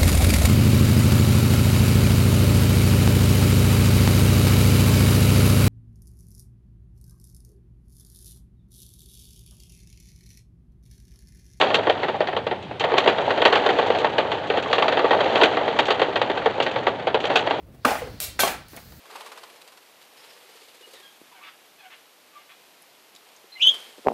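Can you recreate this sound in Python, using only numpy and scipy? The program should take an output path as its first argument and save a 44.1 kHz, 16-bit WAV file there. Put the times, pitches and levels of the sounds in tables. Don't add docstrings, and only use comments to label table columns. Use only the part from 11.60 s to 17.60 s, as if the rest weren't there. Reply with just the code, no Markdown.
import sys
import numpy as np
from scipy import signal
from scipy.fft import rfft, irfft
from scipy.io import wavfile
from scipy.ndimage import uniform_filter1d, minimum_filter1d

SR = 44100
rng = np.random.default_rng(int(sys.argv[2]) if len(sys.argv) > 2 else 0)


def output_pcm(signal):
    pcm = np.clip(np.atleast_2d(signal).T, -1, 1) * 32767
    wavfile.write(sys.argv[1], SR, np.round(pcm).astype(np.int16))


N = 264600

# (frequency [Hz], relative density [dB per Hz])
YARD_SPECTRUM = [(25, -36.5), (60, -19.5), (96, -5), (125, -4.5), (400, -9.5), (1000, -23), (3400, -22.5),
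                 (5500, -44.5), (7500, -51), (9500, -56), (15500, -72.5)]
# (time [s], relative level [dB])
ROLL_LEVEL = [(0.0, -14), (0.15, -24), (0.42, -25.5), (0.8, -36.5), (0.95, -36), (1.19, -42), (1.23, -25.5),
              (1.38, -21), (1.79, -22.5), (1.94, -18.5), (2.89, -27), (3.19, -22.5), (3.59, -21.5),
              (3.79, -17.5), (4.03, -23), (4.6, -26), (5.31, -26.5), (5.53, -34.5), (5.71, -21),
              (6.0, -25.5)]
# (time [s], click level [dB])
LOOSE_TICKS = [(1.0254, -32.5), (1.1967, -20), (2.2684, -25.5), (2.385, -19.5), (2.8714, -28),
               (3.026, -24.5), (4.254, -19.5), (5.025, -16), (5.1133, -23), (5.6026, -23.5), (5.653, -18.5)]
# (time [s], thud level [dB], hardness as click re thud [dB], pitch of the struck panel [Hz])
KNOCKS = [(0.01, -11.5, -8, 603), (0.103, -10.5, -17, 681), (0.143, -10.5, -2.5, 799),
          (0.189, -14, -16.5, 595), (0.27, -6, -21, 807), (0.297, -9, -10, 633), (0.432, -10, -15, 546),
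          (0.483, -11, -16, 482), (0.543, -17.5, -23, 727), (0.605, -9.5, -15, 649),
          (0.672, -17.5, -9, 665), (0.685, -15.5, -18, 764), (0.728, -13.5, -20, 673),
          (0.765, -10.5, -14, 624), (0.867, -14.5, -14.5, 627), (0.912, -10.5, -19.5, 511),
          (1.111, -22, -18, 689), (1.207, -13.5, -10, 487), (1.239, -7, -16, 466), (1.317, -12, -16.5, 503),
          (1.339, -7.5, -21, 525), (1.372, -13, -15, 614), (1.38, -9.5, -2.5, 665), (1.46, -8, -19, 476),
          (1.475, -2, -12.5, 428), (1.583, -9, -17, 471), (1.705, -9, -15, 482), (1.776, -15, -11.5, 778),
          (1.818, -6.5, -11.5, 450), (1.852, -1, -9.5, 659), (1.926, -5, -11.5, 522), (1.955, -7, -10, 420),
          (2.062, -9, -9.5, 514), (2.09, -7, -15, 493), (2.187, -8, -14.5, 479), (2.227, -14, -14, 794),
          (2.302, -10, -16, 471), (2.348, -14.5, -13, 756), (2.445, -6.5, -15, 514),
          (2.582, -6.5, -11, 471), (2.717, -12, -11.5, 479), (2.9, -10, -12.5, 466),
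          (2.938, -14.5, -16, 530), (2.972, -9.5, -14, 493), (3.129, -9.5, -5, 522), (3.182, -11, -10, 458),
          (3.223, -6.5, -13, 563), (3.281, -8.5, -9.5, 638), (3.323, -10.5, -11, 468),
          (3.371, -7.5, -15.5, 493), (3.393, -9, -14.5, 487), (3.443, -9, -21, 463), (3.508, -6, -17, 482),
          (3.53, -7.5, -17.5, 576), (3.605, -7, -14, 436), (3.756, -10.5, -9, 506),
          (3.813, -4.5, -13.5, 665), (3.834, -7.5, -2.5, 684), (3.97, -9, -14.5, 482),
          (4.079, -12.5, -14, 603), (4.189, -7.5, -7, 899), (4.283, -10, -14, 611), (4.305, -8, -7.5, 525),
          (4.395, -11.5, -12, 646), (4.417, -7, -13, 428), (4.558, -10, -12, 490), (4.615, -8.5, -12, 541),
          (4.698, -10.5, -16.5, 530), (4.774, -15, -13, 519), (4.859, -6, -15.5, 530),
          (5.001, -9.5, -11.5, 495), (5.064, -12, -12, 501), (5.16, -12.5, -14, 525),
          (5.268, -6.5, -15, 431), (5.395, -19.5, -15.5, 633), (5.47, -8, -15.5, 646),
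          (5.544, -6, -16, 530), (5.64, -14.5, -12, 732), (5.7, -13, -14, 840), (5.757, -10, -1, 759),
          (5.872, -11.5, -15, 608), (5.908, -9.5, -14.5, 522)]
# (level re thud [dB], share of hardness [dB per dB])
HARDNESS = [(0.5, 0.5042), (6, 1.0), (-13.5, 1.5)]
# (low edge [Hz], high edge [Hz])
REGISTER_EDGES = [(170, 340), (330, 1020), (980, 2450), (2250, 4950), (5350, 8600), (8500, 19000)]
# (wash t60 [s], ring share [dB], grit re roll [dB])
REGISTER_ANSWERS = [(0.091, 0, -12.5), (0.2, -0.5, -1.6), (0.18, -2, -5), (0.13, -1.5, -3),
                    (0.11, -10, -25), (0.13, -30, -55)]
# (frequency [Hz], relative level [dB], t60 [s])
SHELL_MODES = [(387, -23.5, 0.074), (414, -21.5, 0.061), (476, -1.5, 0.061), (530, -6.5, 0.1),
               (614, -22.5, 0.053), (626, -3.5, 0.074), (738, -17.5, 0.31), (759, -4.5, 0.081),
               (864, -6, 0.036), (892, -0.5, 0.027), (1126, 7.5, 0.071), (1404, -48.5, 0.021),
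               (1535, 2, 0.051), (1874, 3, 0.086), (1940, -8.5, 0.023), (2024, 1, 0.053),
               (2760, -2.5, 0.043), (2790, -6, 0.048), (3194, 3.5, 0.06), (3450, -4.5, 0.059),
               (3740, -5.5, 0.051), (4190, -4.5, 0.018), (4530, -36.5, .04), (6650, -7, .012)]
# (frequency [Hz], relative density [dB per Hz])
WASH_SPECTRUM = [(150, -27.5), (340, -5.5), (484, -3.5), (900, -5), (1010, -5.5), (1890, -9), (2340, -16),
                 (3220, -14), (4500, -25), (5600, -42.5), (6700, -42.5), (8000, -52.5), (9500, -64.5),
                 (16000, -67.5)]
TRUCK_TUNING = (.975, 1.0, 1.03)

YARD_DB = -38.5
CRUNCH_DB, CRUNCH_SLOPE, ROLL_MEAN_DB = -34, 1.15, -23.5
GRAINS = 1800
GRIT_DB, GRIT_SPREAD_DB, GRIT_COLOUR_DB = -8.5, 3.5, 7
SMOOTH_DB = -3
TICK_LOW_DB, TICK_HIGH_DB = -9, -15.5
BOOM_DB = -11.5
SNAP_DB, SNAP_KNEE_DB, SNAP_SLOPE = -22, -47, 1.4
PANEL_BOOST_DB, PANEL_OCTAVES = 10, 0.11
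BLOW_SPREAD_DB = 3.46
RING_DB, GRAIN_RING_DB = -14, -3.5
TAIL_DB, CRACK_DB, GRIT_WASH_DB = -11.5, -7, -9.5
CRACK_SHORTER, GRIT_SHORTER = 0.3, 0.3
CHATTER_DB, CHATTER_S = 3, 0.0025
LIMIT, CUTOFF_HZ = 0.92, 16000


def from_db(db):
    return 10 ** (np.asarray(db) / 20)


def rms_one(x):
    return x / np.sqrt(np.mean(x ** 2) + 1e-20)


def coloured(points):
    hz, level_db = np.transpose(points)
    grid = np.maximum(np.arange(N // 2 + 1) * SR / N, 1)
    gain = from_db(np.interp(np.log(grid), np.log(hz), level_db))
    return irfft(rfft(rng.standard_normal(N)) * gain, N)


def yard():
    return from_db(YARD_DB) * rms_one(coloured(YARD_SPECTRUM))


def rolling():
    rumble_db = np.interp(np.arange(N) / SR, *np.transpose(ROLL_LEVEL))
    crunch_db = CRUNCH_DB + CRUNCH_SLOPE * (rumble_db - ROLL_MEAN_DB)
    between_db = (rumble_db + crunch_db) / 2
    roll_db = np.array([rumble_db, rumble_db, between_db, crunch_db, crunch_db, crunch_db])
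    return roll_db + np.array(REGISTER_ANSWERS)[:, -1:]


def grit(roll_db):
    at = rng.integers(0, N, GRAINS)
    size_db = GRIT_DB + GRIT_SPREAD_DB * np.minimum(rng.exponential(1, GRAINS), 2.5)
    colour_db = GRIT_COLOUR_DB * rng.standard_normal((len(REGISTER_ANSWERS), GRAINS))
    return at, rng.uniform(380, 903, GRAINS), roll_db[:, at] + size_db + colour_db


def add_snap(levels_db):
    snap_db = SNAP_KNEE_DB + SNAP_DB + SNAP_SLOPE * (levels_db[-1] - SNAP_KNEE_DB)
    return np.array([*levels_db, snap_db])


def loose_ticks():
    s, click_db = np.transpose(LOOSE_TICKS)
    low_db = click_db + TICK_LOW_DB
    levels_db = [low_db + BOOM_DB, low_db, low_db, click_db, click_db + TICK_HIGH_DB]
    at = np.round(s * SR).astype(int)
    return at, rng.uniform(380, 900, len(s)), add_snap(levels_db)


def knocks():
    s, thud_db, hard_db, panel_hz = np.transpose(KNOCKS)
    higher_db = [thud_db + rel_db + share * hard_db for rel_db, share in HARDNESS]
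    levels_db = add_snap([thud_db + BOOM_DB, thud_db, *higher_db])
    return np.round(s * SR).astype(int), panel_hz, levels_db


def ring(clicks, hz, t60):
    r, w = from_db(-60 / (t60 * SR)), 2 * np.pi * hz / SR
    return signal.lfilter([0, np.sin(w)], [1, -2 * r * np.cos(w), r * r], clicks + 1e-18)


def fade(power, t60, rise_s):
    r, q = from_db(-120 / (t60 * SR)), np.exp(-1 / (rise_s * SR))
    poles = np.convolve([1, -r], [1, -q])
    return np.sqrt(signal.lfilter([1 - q], poles, power + 1e-18))


def chatter():
    pole = np.exp(-1 / (CHATTER_S * SR))
    return rms_one(signal.lfilter([1], [1, -pole], rng.standard_normal(N)))


def small_modes(noise, lumps, low_hz, t60, at, is_knock, strength, rub):
    knock_power = np.bincount(at, is_knock * strength ** 2, N)
    grain_power = np.bincount(at, ~is_knock * strength ** 2, N)
    tail = from_db(TAIL_DB) * fade(knock_power, t60, rise_s=0.0027)
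    crack = from_db(CRACK_DB) * fade(knock_power, t60 * CRACK_SHORTER, rise_s=0.00029)
    grains = from_db(GRIT_WASH_DB) * fade(grain_power, t60 * GRIT_SHORTER, rise_s=0.00026)
    shaken = from_db(2 * CHATTER_DB * lumps * min(low_hz / 2500, 1))
    return noise * np.sqrt(shaken * (tail ** 2 + rub ** 2) + crack ** 2 + grains ** 2)


def strong_mode(mode, ring_db, at, panel_hz, is_knock, strength, truck):
    hz, level_db, t60 = mode
    near_db = PANEL_BOOST_DB * np.exp(-(np.log2(hz / panel_hz) / PANEL_OCTAVES) ** 2)
    blow_db = near_db + GRAIN_RING_DB * ~is_knock + BLOW_SPREAD_DB * rng.standard_normal(len(at))
    struck = strength * from_db(blow_db)
    out = np.zeros(N)
    for k, tuning in enumerate(TRUCK_TUNING):
        blows = np.bincount(at, struck * (truck == k), N)
        out += from_db(level_db + ring_db + RING_DB) * ring(blows, hz * tuning, t60)
    return out


def trucks():
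    roll_db = rolling()
    sources = [knocks(), loose_ticks(), grit(roll_db)]
    at, panel_hz, levels_db = (np.concatenate(parts, axis=-1) for parts in zip(*sources))
    strengths, rubs = from_db(levels_db), from_db(roll_db + SMOOTH_DB)
    truck = rng.integers(0, len(TRUCK_TUNING), len(at))
    is_knock = np.arange(len(at)) < len(KNOCKS) + len(LOOSE_TICKS)
    lumps, wash, out = chatter(), coloured(WASH_SPECTRUM), np.zeros(N)
    registers = zip(REGISTER_EDGES, REGISTER_ANSWERS, strengths, rubs)
    for (low_hz, high_hz), (t60, ring_db, _), strength, rub in registers:
        band = signal.butter(5, [low_hz, high_hz], "band", fs=SR, output="sos")
        noise = rms_one(signal.sosfilt(band, wash))
        part = small_modes(noise, lumps, low_hz, t60, at, is_knock, strength, rub)
        for mode in SHELL_MODES:
            if 0.96 * low_hz <= mode[0] < 0.96 * high_hz:
                part += strong_mode(mode, ring_db, at, panel_hz, is_knock, strength, truck)
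        out += signal.sosfilt(band, part)
    return out


def scene():
    return (yard() + trucks())[None]


def record(dry):
    gain = minimum_filter1d(LIMIT / np.maximum(np.abs(dry), LIMIT), size=301)
    smooth_gain = uniform_filter1d(uniform_filter1d(gain, size=151), size=151)
    low_pass = signal.cheby2(16, 50, CUTOFF_HZ, fs=SR, output="sos")
    return signal.sosfilt(low_pass, dry * smooth_gain)


dry = scene()
out = record(dry)
output_pcm(out)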